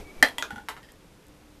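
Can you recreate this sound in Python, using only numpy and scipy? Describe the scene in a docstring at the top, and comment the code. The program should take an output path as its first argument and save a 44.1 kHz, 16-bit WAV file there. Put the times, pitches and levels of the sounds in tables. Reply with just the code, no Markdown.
"""A small hard plastic object is shot across a carpeted room. First come the rustle, rumble and faint
squeak of a swinging movement. At 0.23 s a loud, close snap overloads the microphone. Two ricochets and
a hollow knock follow, then taps and soft thuds on the floor from 0.5 s, dry landings, a faint rattle
and last ticks until 1.3 s. Each impact is a pulse that excites damped modes; all but the ticks
reverberate in the room. A faint hum and hiss persist throughout."""
import sys
import numpy as np
from scipy import signal
from scipy.fft import rfft, irfft
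from scipy.io import wavfile

SR = 44100
rng = np.random.default_rng(int(sys.argv[2]) if len(sys.argv) > 2 else 0)


def transcribe(signal):
    """Save signal, clipped to [-1, 1], as a 16-bit WAV file at the path in sys.argv[1]."""
    frames = np.atleast_2d(signal).T
    limited = np.clip(frames, -1, 1)
    pcm = np.round(limited * 32767).astype(np.int16)
    wavfile.write(sys.argv[1], SR, pcm)


N = 70560
T = np.arange(N) / SR

# Contacts of each kind of impact: (time [s], relative level [dB], brightness cutoff [Hz])
SNAP_HITS = [(0.2264, 4, 14000), (0.2305, -25, 8920)]
RICOCHET_HITS = [(0.2855, -13, 9000), (0.3829, -1, 13000)]
KNOCK_HITS = [(0.4244, 0.5, 13000), (0.4292, -7.5, 2000)]
TAP_HITS = [(0.5061, 3.5, 5000), (0.5593, -1, 5000), (0.5812, -2, 2740)]
THUD_HITS = [(0.5270, 8.5, 400), (0.5660, 2.5, 500)]
LANDING_HITS = [(0.6858, 2, 13700), (0.6903, -9, 14000), (0.7660, -12.5, 4030), (0.7752, -16, 4070)]
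RATTLE_HITS = [(0.8300, 1.5, 9000), (0.8380, -4.5, 6600), (0.8660, -5, 2500), (0.8880, 3, 3800)]
TICK_HITS = [(0.9205, -3, 14000), (1.2680, -9.5, 14000), (1.2840, -10, 14000)]
# Modes that the contacts excite: (frequency [Hz], relative level [dB], 60 dB decay time [s])
SNAP_BODY = [(284, -26.5, 0.0303), (564.7, -15.5, 0.0083), (788, -20, 0.017), (1131, -30.5, 0.05),
             (1869, 2.5, 0.014), (3208, -9.5, 0.015), (4180, -4, 0.0055), (5660, -2.5, 0.0013),
             (9900, -10, 0.0011)]
SNAP_RING_MODES = [(268, -11, .14), (455, -11, .12), (583, -7, .11), (636, -7, .11), (766, -8, .1),
                   (850, -4, .11), (1620, -5, .1), (1731, 0, .11), (1789, 3, .13), (1957, -1, .1),
                   (2012, 0, .11)]
RICOCHET_BODY = [(265.5, -48.5, 0.136), (591, -41, 0.045), (943, -25, 0.021), (1974, -25.5, 0.06),
                 (2550, -24, 0.008), (3260, -17, 0.011), (1060, -41, 0.019), (6800, -28, 0.0052),
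                 (9600, -19.5, 0.0017)]
KNOCK_BODY = [(453, -45.5, 0.069), (615, -33.5, 0.015), (1210, -26.5, 0.018), (1408, -22.5, 0.034),
              (1626, -17.5, 0.011), (2460, -26, .02), (3510, -18.5, 0.0063), (6500, -18.5, .003)]
TAP_BODY = [(435, -67.5, 0.3), (1900, -33, 0.007), (3370, -41.5, 0.016), (6060, -37, 0.0012)]
TAP_NOTE_MODES = [(835, -6, .036), (1455, 0, .03)]
THUD_BODY = [(85.3, -43.5, 0.068), (183, -40, 0.033), (247, -47.5, 0.033)]
LANDING_BODY = [(419, -58.5, 0.1), (905, -26.5, 0.014), (1240, -20.5, 0.0052), (2000, -20.5, 0.0055),
                (3150, -27.5, 0.0033), (3970, -34.5, 0.011), (5330, -43.5, 0.0087), (1770, -56, 0.67)]
RATTLE_BODY = [(1850, -48, 0.024), (3150, -49.5, 0.014), (5000, -51, 0.0098)]
TICK_BODY = [(7860, -36, 0.0024), (9700, -39.5, 0.0024), (12400, -32, 0.00088)]
# Early reflections: (delay [s], relative level [dB])
REFLECTIONS = [(.0043, -16), (.0056, -22)]
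# Diffuse field of the room: (frequency [Hz], relative level [dB], 60 dB decay time [s])
REVERBERATION = [(105, -40.5, .3), (300, 8.5, 0.12), (860, -4, 0.23), (1790, -10, 0.15), (3507, -5, 0.19),
                 (6880, -7.5, 0.15), (13000, -8.5, .22)]
# Envelopes of the movement's sounds: (time [s], level [dB])
RUSTLE_ENVELOPE = [(0, -43), (.05, -53.5), (.2, -49.5), (.35, -53.5), (.6, -59.5), (.9, -88.5)]
RUMBLE_ENVELOPE = [(0, -38), (.06, -46), (.12, -68), (.17, -47), (.22, -39), (.28, -60), (.4, -65)]
SQUEAK_ENVELOPE = [(0, -95), (.055, -59), (.07, -56.5), (.11, -49.5), (.125, -74.5), (.19, -58), (.26, -61)]
# Noise spectra: (frequency [Hz], relative level [dB])
RUSTLE_SPECTRUM = [(12, -47), (20, -10.5), (85, -26), (302, -15.5), (346, -14), (1890, -33.5),
                   (2290, -25.5), (2560, -32.5), (14000, -44)]
HISS_SPECTRUM = [(12, -24), (20, -5), (65, -4), (85, -9.5), (184, -7.5), (263, -12.5), (302, -9.5),
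                 (376, -13.5), (481, -11.5), (582, -15.5), (632, -18), (2230, -24.5), (14000, -36.5)]

SNAP_LOW_HZ, TAP_SWELL_S = 218, 0.003
CRACK_LOW_HZ, CRACK_SMEAR = 2500, 0.35
ROOM_BUILD_S, TOP_HZ = 0.005, 14000
SQUEAK_HZ, WOBBLE_RMS_HZ, HUM_HZ = 2275, 24.23, 299.5
OVERLOAD_AMPLITUDE, DISTORTION_LOW_HZ = 0.68, 120


def snap():
    """Modal damping: broad modes die at once, narrow ones leave a thin ring; both lack bass."""
    body = in_room(strike(SNAP_HITS, SNAP_BODY, crack_db=6), wet_db=-3, echo_db=5)
    thin_ring = from_db(-20.5) * resonate(contacts(SNAP_HITS[:1]), SNAP_RING_MODES)
    return butterworth(body + thin_ring, 4, SNAP_LOW_HZ, "high")


def ricochets():
    """Hard rebounds: a brief contact has a wide spectrum and excites high modes."""
    return in_room(strike(RICOCHET_HITS, RICOCHET_BODY, crack_db=-7), wet_db=3.5, echo_db=5.5)


def knock():
    """Resonance: midrange modes give a sharp double contact its hollow timbre."""
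    return in_room(strike(KNOCK_HITS, KNOCK_BODY, crack_db=-10.5), wet_db=2.5, echo_db=-8)


def taps():
    """Free vibration: each soft tap gives a faint click and a hollow note that swells and dies."""
    clicks = strike(TAP_HITS, TAP_BODY, crack_db=-21.5)
    notes = 0
    for hit in TAP_HITS:
        swell = 1 - np.exp(-np.maximum(T - hit[0], 0) / TAP_SWELL_S)
        notes += from_db(-23.5) * swell * resonate(contacts([hit]), TAP_NOTE_MODES)
    return in_room(clicks, wet_db=8, echo_db=0) + in_room(notes, wet_db=3, echo_db=-35)


def thuds():
    """Cushioned impact: carpet lengthens the contact, so low modes sound."""
    return in_room(resonate(contacts(THUD_HITS), THUD_BODY), wet_db=6.5, echo_db=-9)


def landings():
    """Heavy damping: the strong modes of the last hops die within milliseconds."""
    return in_room(strike(LANDING_HITS, LANDING_BODY, crack_db=-13.5), wet_db=8, echo_db=12.5)


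def rattle():
    """Repeated excitation: the settling object strikes three weak modes in quick succession."""
    return in_room(strike(RATTLE_HITS, RATTLE_BODY, crack_db=-34), wet_db=10, echo_db=0)


def ticks():
    """Direct sound alone: high, strongly damped modes give thin ticks."""
    return resonate(contacts(TICK_HITS), TICK_BODY)


def strike(hits, modes, crack_db):
    """Impact: a bright crack, dispersed by all-pass filters, adds to the modal ringing."""
    pulses = contacts(hits)
    crack = pulses - low_pass(pulses, CRACK_LOW_HZ)
    for lag_samples in (5, 13, 23, 37):
        weights = np.r_[-CRACK_SMEAR, np.zeros(lag_samples - 1), 1]
        crack = signal.lfilter(weights, weights[::-1], crack + 1e-18)
    return from_db(crack_db) * crack + resonate(pulses, modes)


def contacts(hits):
    """Force pulses: the softer the contact, the longer the pulse and the duller its spectrum."""
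    return sum(low_pass(from_db(db) * (np.arange(N) == int(s * SR)), hz) for s, db, hz in hits)


def resonate(pulses, modes):
    """Modal superposition: damped sinusoids add in alternating polarity."""
    sound = 0
    for k, (hz, db, t60) in enumerate(modes):
        decay, step = from_db(-60 / (t60 * SR)), 2 * np.pi * hz / SR
        feedback = [1, -2 * decay * np.cos(step), decay * decay]
        sound += (-1) ** k * from_db(db) * signal.lfilter([0, np.sin(step)], feedback, pulses + 1e-18)
    return sound


def in_room(x, wet_db, echo_db):
    """Reflection: two early echoes and a diffuse tail follow the direct sound."""
    early = sum(from_db(db + echo_db) * np.interp(T - s, T, x, left=0) for s, db in REFLECTIONS)
    tail = from_db(wet_db) * signal.fftconvolve(x, room_response())[:N]
    return x + low_pass(early, TOP_HZ) + tail


def room_response():
    """Reverberation: the diffuse field builds quickly and decays exponentially in each band."""
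    edges = np.geomspace(50, 13500, 14)
    white, response = rng.standard_normal((2, N)), 0
    build_up = 1 - np.exp(-(T / ROOM_BUILD_S) ** 2)
    for k, (low, high) in enumerate(zip(edges, edges[1:])):
        hz = np.sqrt(low * high)
        band = butterworth(white[k % 2], 2, [low, high], "band")
        decay = from_db(-60 * T / at_hz(REVERBERATION, hz, column=2))
        gain = from_db(at_hz(REVERBERATION, hz)) * np.sqrt(2 * (high - low) / SR / N)
        response += gain * unit_rms(band * decay * build_up)
    return response


def swing():
    """Modulation: a squeak wavers in frequency; handling rumble and rustle swell and fade."""
    pitch_hz = SQUEAK_HZ + WOBBLE_RMS_HZ * slow_noise(hz=40)
    squeak = envelope(SQUEAK_ENVELOPE) * unit_rms(np.sin(2 * np.pi * np.cumsum(pitch_hz) / SR))
    rumble = envelope(RUMBLE_ENVELOPE) * slow_noise(hz=35)
    rustle = envelope(RUSTLE_ENVELOPE) * coloured_noise(RUSTLE_SPECTRUM)
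    return squeak + rumble + rustle


def background():
    """Stationary noise floor: a pure-tone hum and a broadband hiss."""
    hum = from_db(-63) * unit_rms(np.sin(2 * np.pi * HUM_HZ * T))
    return hum + from_db(-54) * coloured_noise(HISS_SPECTRUM)


def coloured_noise(spectrum):
    """Spectral shaping of white noise, at unit rms."""
    hz = np.arange(N // 2 + 1) * SR / N
    gain = from_db(at_hz(spectrum, hz)) * (hz < TOP_HZ)
    return unit_rms(irfft(rfft(rng.standard_normal(N)) * gain, N))


def slow_noise(hz):
    """Random fluctuation, low-passed twice, at unit rms."""
    return unit_rms(low_pass(low_pass(rng.standard_normal(N), hz), hz))


def low_pass(x, hz):
    """Exponential smoothing by one pole."""
    pole = np.exp(-2 * np.pi * hz / SR)
    return signal.lfilter([1 - pole], [1, -pole], x + 1e-18)


def butterworth(x, order, hz, kind):
    """Filtering with a maximally flat passband."""
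    return signal.sosfilt(signal.butter(order, hz, kind, fs=SR, output="sos"), x)


def envelope(points):
    """Gain interpolated along (time [s], level [dB]), zero after the last point."""
    return from_db(np.interp(T, *np.transpose(points))) * (T < points[-1][0])


def at_hz(points, hz, column=1):
    """Interpolation on a log-frequency axis."""
    points = np.array(points)
    return np.interp(np.log(hz + 1e-9), np.log(points[:, 0]), points[:, column])


def from_db(db):
    """Amplitude ratio of a level."""
    return 10 ** (np.asarray(db) / 20)


def unit_rms(x):
    """Normalisation to unit power."""
    return x / np.sqrt(np.mean(x ** 2) + 1e-20)


def scene():
    """Superposition: the impacts, the swing and the noise floor add in one channel."""
    bounces = ricochets() + knock() + thuds() + landings() + rattle()
    return (snap() + bounces + taps() + ticks() + swing() + background())[None]


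def record(dry):
    """Saturation: the snap overloads the microphone, which distorts above the bass; the top is cut."""
    saturated = dry / (1 + (dry / OVERLOAD_AMPLITUDE) ** 8) ** (1 / 8)
    distortion = butterworth(saturated - dry, 1, DISTORTION_LOW_HZ, "high")
    return butterworth(dry + distortion, 18, TOP_HZ, "low")


dry = scene()
out = record(dry)
transcribe(out)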